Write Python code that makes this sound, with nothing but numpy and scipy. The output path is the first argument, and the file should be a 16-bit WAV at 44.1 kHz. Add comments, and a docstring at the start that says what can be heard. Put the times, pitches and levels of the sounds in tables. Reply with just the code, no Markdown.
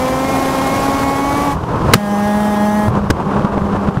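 """An engine pulling hard, heard from just above the tailpipe of a car at speed. It drops out for a gear
change, fires one huge backfire and pulls again at a lower pitch. Then the throttle shuts and the exhaust
burbles and pops over road roar and wind. Cylinder firings make the pitch, escaping gas the rush, and fuel
igniting in the pipe the bangs. These overload the recorder, whose gain control ducks after them."""
import sys
import numpy as np
from scipy import signal
from scipy.fft import rfft, irfft
from scipy.io import wavfile
from scipy.ndimage import uniform_filter1d

SR = 44100
rng = np.random.default_rng(int(sys.argv[2]) if len(sys.argv) > 2 else 0)


def to_wav(s):
    """Save 16-bit WAV."""
    ch = np.atleast_2d(s).T  # columns
    pcm = np.round(np.clip(ch, -1, 1) * 32767)  # PCM
    wavfile.write(sys.argv[1], SR, pcm.astype(np.int16))


N = 176400
T = np.arange(N) / SR
BIN_HZ = np.fft.rfftfreq(N, 1 / SR)


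def amp(db):
    return 10 ** (np.asarray(db) / 20)


def unit_rms(x):
    return x / np.sqrt(np.mean(x ** 2) + 1e-20)


def curve(points):
    return np.interp(T, *np.transpose(points))


def gain_at(spectrum, hz):
    """Spectrum gain, interpolated in dB over log frequency."""
    points_hz, db = np.transpose(spectrum)
    return amp(np.interp(np.log(hz + 1), np.log(points_hz + 1), db))


def noise(spectrum):
    """Coloured noise, rms 1."""
    return unit_rms(irfft(rfft(rng.standard_normal(N)) * gain_at(spectrum, BIN_HZ), N))


def wander(hz):
    """Random drift, rms 1, rolling off around hz."""
    lowpass = np.exp(-(BIN_HZ / hz) ** 2) * (BIN_HZ > 1)
    return unit_rms(irfft(rfft(rng.standard_normal(N)) * lowpass, N))


# Each row: frequency in Hz, relative density in dB.
WIND_SPECTRUM = [(12, -34), (28, -13), (45, -3.5), (75, 0.5), (120, -1), (180, -5.5), (300, -25),
                 (800, -62)]
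# Each row: time in seconds, level in dB.
WIND_LEVEL_DB = [(0, -29.5), (1.4, -27), (1.58, -23), (1.8, -23), (1.92, -14), (2.02, -29), (2.8, -31.5),
                 (2.89, -17), (3.0, -21), (3.28, -23), (3.4, -25), (3.7, -23), (4, -28.5)]

def wind():
    """The slipstream buffets the microphone in gusts."""
    buffeting = noise(WIND_SPECTRUM) * amp(0.9 * wander(hz=8.3))
    return amp(curve(WIND_LEVEL_DB)) * unit_rms(buffeting)


# Each row: frequency in Hz, relative density in dB.
HISS_SPECTRUM = [(1500, -6), (2900, 0.5), (4000, -6), (5000, -4.5), (9000, -14), (12000, -15), (15500, -30)]
# Each row: time in seconds, level in dB.
HISS_LEVEL_DB = [(0, -40), (1.6, -46), (1.75, -44), (1.9, -38), (2.9, -48), (3.4, -47), (4, -47)]

def hiss():
    """Thin hiss of air and tyres."""
    return amp(curve(HISS_LEVEL_DB)) * noise(HISS_SPECTRUM)


# Each row: frequency in Hz, relative density in dB.
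ROAR_SPECTRUM = [(60, -25), (150, 3.5), (300, 0.5), (480, 0), (720, -4.5), (900, -1.5), (1060, -0.5),
                 (1300, -7), (1600, -14.5), (2000, -22.5), (2400, -25), (2900, -27.5), (4500, -36),
                 (9000, -44.5), (15500, -69)]
# Each row: time in seconds, level in dB.
ROAR_LEVEL_DB = [(0, -26), (1.5, -21.5), (1.6, -24.5), (1.68, -21.5), (1.76, -16.5), (1.84, -16.5),
                 (1.88, -13), (1.92, -17.5), (2, -25), (2.83, -26.5), (2.92, -20), (3.2, -19), (3.38, -18),
                 (3.65, -19), (3.87, -17.5), (3.91, -21), (3.96, -22), (4, -23.5)]

def roar():
    """Tyre roar and exhaust flow, sputtering in clumps."""
    sputter_db = 1.5 * wander(hz=60)
    clump_db = 1.4 * wander(hz=16)
    return amp(curve(ROAR_LEVEL_DB)) * unit_rms(noise(ROAR_SPECTRUM) * amp(sputter_db + clump_db))


def firing_phase(firing_hz, jitter):
    """Firing cycle angle in radians, at a slightly unsteady engine speed."""
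    return 2 * np.pi * np.cumsum(curve(firing_hz) * (1 + jitter * wander(hz=56.3))) / SR


def partial(phase, shimmer, shimmer_hz=45):
    """One exhaust partial of randomly varying strength."""
    return np.sqrt(2) * np.cos(phase + 2 * np.pi * rng.random()) * (1 + shimmer * wander(shimmer_hz))


# Each row: time in seconds, firing rate in Hz.
OVERRUN_HZ = [(2.9, 206.9), (3.02, 202.6), (3.22, 194.6), (3.34, 202.4), (3.6, 203.1), (3.83, 201.4),
              (4, 194)]
# Each row: time in seconds, level in dB.
OVERRUN_LEVEL_DB = [(2.88, -36), (2.97, -17.5), (3.08, -23.5), (3.2, -18.5), (3.5, -19.5), (3.87, -18.5),
                    (3.93, -17.5), (4, -22)]
# Each entry: relative level in dB, from harmonic 1 up.
OVERRUN_HARMONICS_DB = [-1.5, -13, -17.5, -16.5]

def overrun():
    """Throttle shut: the engine drones on, dull and ragged."""
    phase = firing_phase(OVERRUN_HZ, jitter=0.011)
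    drone = sum(amp(db) * partial(k * phase, shimmer=0.29, shimmer_hz=25)
                for k, db in enumerate(OVERRUN_HARMONICS_DB, 1))
    start_s = OVERRUN_LEVEL_DB[0][0]
    return drone * amp(curve(OVERRUN_LEVEL_DB)) * (T > start_s)


def throttle(on_s, off_s, shut_s, open_s=0.033):
    """Smooth gate from shut to open and back."""
    opening = np.clip((T - on_s) / open_s, 0, 1)
    closing = np.clip(1 - (T - off_s) / shut_s, 0, 1)
    return np.sin(np.pi / 2 * opening * closing) ** 2


# Faint upper harmonics. Each row: frequency in Hz, level per harmonic in dB.
BUZZ_SPECTRUM = [(2300, -53), (2800, -58.5), (3200, -48.5), (4000, -59.5), (4900, -60.5), (5450, -56.5),
                 (5750, -59), (6050, -52), (6500, -58.5)]

def pull(firing_hz, span_s, harmonics_db, rush_spectrum, rush_db):
    """Under load: firing harmonics, half orders from unequal cylinders, a gas puff per firing."""
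    phase, hz = firing_phase(firing_hz, jitter=0.0037), curve(firing_hz)
    tone = sum(amp(db) * partial(k * phase, shimmer=0.19) for k, db in enumerate(harmonics_db, 1))
    buzz = sum(gain_at(BUZZ_SPECTRUM, k * hz) * partial(k * phase, shimmer=0.76, shimmer_hz=13)
               for k in range(len(harmonics_db) + 1, 31))
    half_orders = amp(-40) * sum(partial(k * phase / 2, shimmer=0.46) for k in (1, 3, 5, 7))
    puffs = noise(rush_spectrum) * (1 + 0.17 * np.cos(phase))
    flutter_db = wander(hz=67)
    rush = amp(rush_db) * unit_rms(puffs * amp(flutter_db))
    # Firing stops quickly; the gas takes longer to run out.
    return (throttle(*span_s, shut_s=0.041) * (tone + buzz + half_orders)
            + throttle(*span_s, shut_s=0.065) * rush)


# Each row: time in seconds, firing rate in Hz.
LOW_GEAR_HZ = [(0, 257.5), (.05, 257.8), (.2, 262.3), (.264, 267.4), (.4, 268.7), (.59, 267.3), (.73, 271),
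               (.9, 274.6), (1.13, 274.4), (1.31, 280.8), (1.42, 285.4), (1.54, 280.5)]
HIGH_GEAR_HZ = [(1.98, 206.9), (2.032, 205.4), (2.076, 204.1), (2.21, 205.4), (2.288, 206.4),
                (2.496, 209.8), (2.55, 207), (2.834, 210.7), (2.88, 208)]
# Exhaust harmonics from 1 up. Each row: level in dB early in low gear, late in low gear, in high gear.
HARMONICS_DB = [(-23.5, -21.5, -15.5), (-21.5, -32, -32), (-30, -22.5, -24), (-26.5, -23.5, -22),
                (-34, -43, -33.5), (-42, -40, -37), (-39.5, -40, -43), (-26.5, -39, -33.5),
                (-38.5, -46, -36.5), (-50, -65, -42.5)]
# Eighth harmonic in low gear. Each row: time in seconds, added gain in dB.
WHINE_GAIN_DB = [(0, -10), (.2, -12), (.27, -2.5), (.56, -8.5), (.73, 3), (.85, -7), (1, 1.5), (1.35, 3),
                 (1.5, -0.5)]
# Gas leaving the pipe. Each row: frequency in Hz, relative density in dB.
LOW_RUSH_SPECTRUM = [(100, -10), (250, 3), (450, -5.5), (750, 1.5), (1100, -7.5), (1350, -10), (1650, -12),
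                     (2300, -16.5), (3100, -20), (5500, -22), (8000, -25.5), (12000, -26.5), (15500, -35)]
HIGH_RUSH_SPECTRUM = [(100, -30), (250, 4), (500, -8), (950, 1), (1300, -8), (1900, -15), (2500, -18),
                      (4200, -24.5), (5800, -25), (7500, -22.5), (11000, -23), (15500, -30)]
# Each row: time in seconds, level in dB.
LOW_RUSH_LEVEL_DB = [(0, -20), (.17, -23), (.32, -19.5), (.8, -19), (1.22, -22.5), (1.45, -20.5),
                     (1.55, -26)]
LOW_GEAR_SPAN_S, HIGH_GEAR_SPAN_S = (-0.1, 1.515), (1.955, 2.86)

def engine():
    """Two pulls; in the first the harmonics shift in strength as the revs climb."""
    early_db, late_db, high_db = np.transpose(HARMONICS_DB)
    climb = np.clip(T / LOW_GEAR_SPAN_S[1], 0, 1)
    low_db = [early + (late - early) * climb for early, late in zip(early_db, late_db)]
    low_db[7] += curve(WHINE_GAIN_DB)
    low_gear = pull(LOW_GEAR_HZ, LOW_GEAR_SPAN_S, low_db, LOW_RUSH_SPECTRUM, curve(LOW_RUSH_LEVEL_DB))
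    high_gear = pull(HIGH_GEAR_HZ, HIGH_GEAR_SPAN_S, high_db, HIGH_RUSH_SPECTRUM, rush_db=-27.5)
    return low_gear + high_gear


# Each row: frequency in Hz, relative density in dB.
BARK_SPECTRUM = [(100, 3), (420, 7), (750, -2), (1100, -2.5), (1450, -3.5), (2000, -17.5), (3000, -21),
                 (5000, -34), (15000, -78)]
CRACK_SPECTRUM = [(300, -15), (1400, 6), (2200, 1.5), (3600, -3), (4900, -3), (9000, -9.5), (15500, -21.5)]
# Each row: start in seconds, thump gain in dB, thump pitch in Hz, thump decay in seconds,
# bark gain in dB, crack gain in dB, blast length in seconds.
BACKFIRES = [(1.636, -9.5, 120, 0.0085, -20.5, -43, 0.0067), (1.827, -6, 129, 0.0054, -38, -50, 0.0045),
             (1.925, -12, 125, 0.0086, -27, -25, 0.0088), (1.9346, 9, 118, 0.01, 9, 11.5, 0.0083),
             (1.953, 4, 188, 0.008, -25, -28, 0.0029), (2.879, -7.5, 110.6, 0.024, -13.5, -32, 0.0084),
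             (2.95, -24, 110, 0.0065, -17, -36, .008), (3.0993, 0, 103, 0.0072, -6.5, -15.5, 0.013),
             (3.39, -2, 111.2, 0.0043, -14.5, -42, 0.0096), (3.418, -16, 130, 0.0053, -19, -43, 0.0075),
             (3.446, 0.5, 170, 0.005, -13, -40, 0.0084), (3.576, 1, 210, 0.0038, -11.5, -40, 0.007),
             (3.618, -2, 130, 0.005, -19, -44, 0.0046), (3.737, -4, 147, 0.0047, -27, -48, 0.0036),
             (3.885, -0.5, 160, 0.0052, -14.5, -39, 0.0058), (3.971, -3, 137, 0.011, -8.5, -44, 0.0018)]

def backfires(thump_rise_s=0.001, tail_decay_s=0.015, bark_tail_db=-20, crack_tail_db=-27):
    """Fuel ignites in the pipe: a ringing low thump and a short gas blast with a bark and a crack."""
    out = np.zeros(N)
    bark_noise, crack_noise = noise(BARK_SPECTRUM), noise(CRACK_SPECTRUM)
    for start_s, thump_db, thump_hz, decay_s, bark_db, crack_db, blast_s in BACKFIRES:
        onset = round(start_s * SR)
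        span = slice(onset, onset + SR // 5)
        t = T[:len(out[span])]
        ring = (1 - np.exp(-t / thump_rise_s)) * np.exp(-t / decay_s)
        thump = -np.sin(2 * np.pi * thump_hz * t) * ring
        blast = (2 * t / blast_s) ** 2 * np.exp(1 - (2 * t / blast_s) ** 2)
        tail = np.minimum(t / blast_s, np.exp(-np.maximum(t - blast_s, 0) / tail_decay_s))
        bark = (blast + amp(bark_tail_db) * tail) * bark_noise[span]
        crack = (blast + amp(crack_tail_db) * tail) * crack_noise[span]
        out[span] += amp(thump_db) * thump + amp(bark_db) * bark + amp(crack_db) * crack
    return out


def scene():
    return (engine() + overrun() + roar() + hiss() + wind() + backfires())[None]


KNEE_DB, DUCK_SLOPE, MAX_DUCK_DB = -8, 1.04, 6
DUCK_LAG_S, RECOVERY_DB_PER_S, CUTOFF_HZ = 0.025, 26, 15750

def record(dry):
    """Gain control ducks after loud peaks and recovers slowly; then clipping and a band limit."""
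    power = uniform_filter1d(np.clip(dry[0], -1, 1) ** 2, size=180)
    power_db = 10 * np.log10(abs(power) + 1e-12)
    target_db = np.clip(DUCK_SLOPE * (power_db - KNEE_DB), 0, MAX_DUCK_DB)
    recovery_db = RECOVERY_DB_PER_S * T
    held_db = np.maximum.accumulate(target_db + recovery_db) - recovery_db
    pole = np.exp(-1 / (DUCK_LAG_S * SR))
    duck_db = signal.lfilter([1 - pole], [1, -pole], held_db)
    clipped = np.clip(dry * amp(-duck_db), -1, 1)
    lowpass = signal.firwin(511, CUTOFF_HZ, window=("kaiser", 9), fs=SR)
    return signal.oaconvolve(clipped, lowpass[None], "same")


dry = scene()
out = record(dry)
to_wav(out)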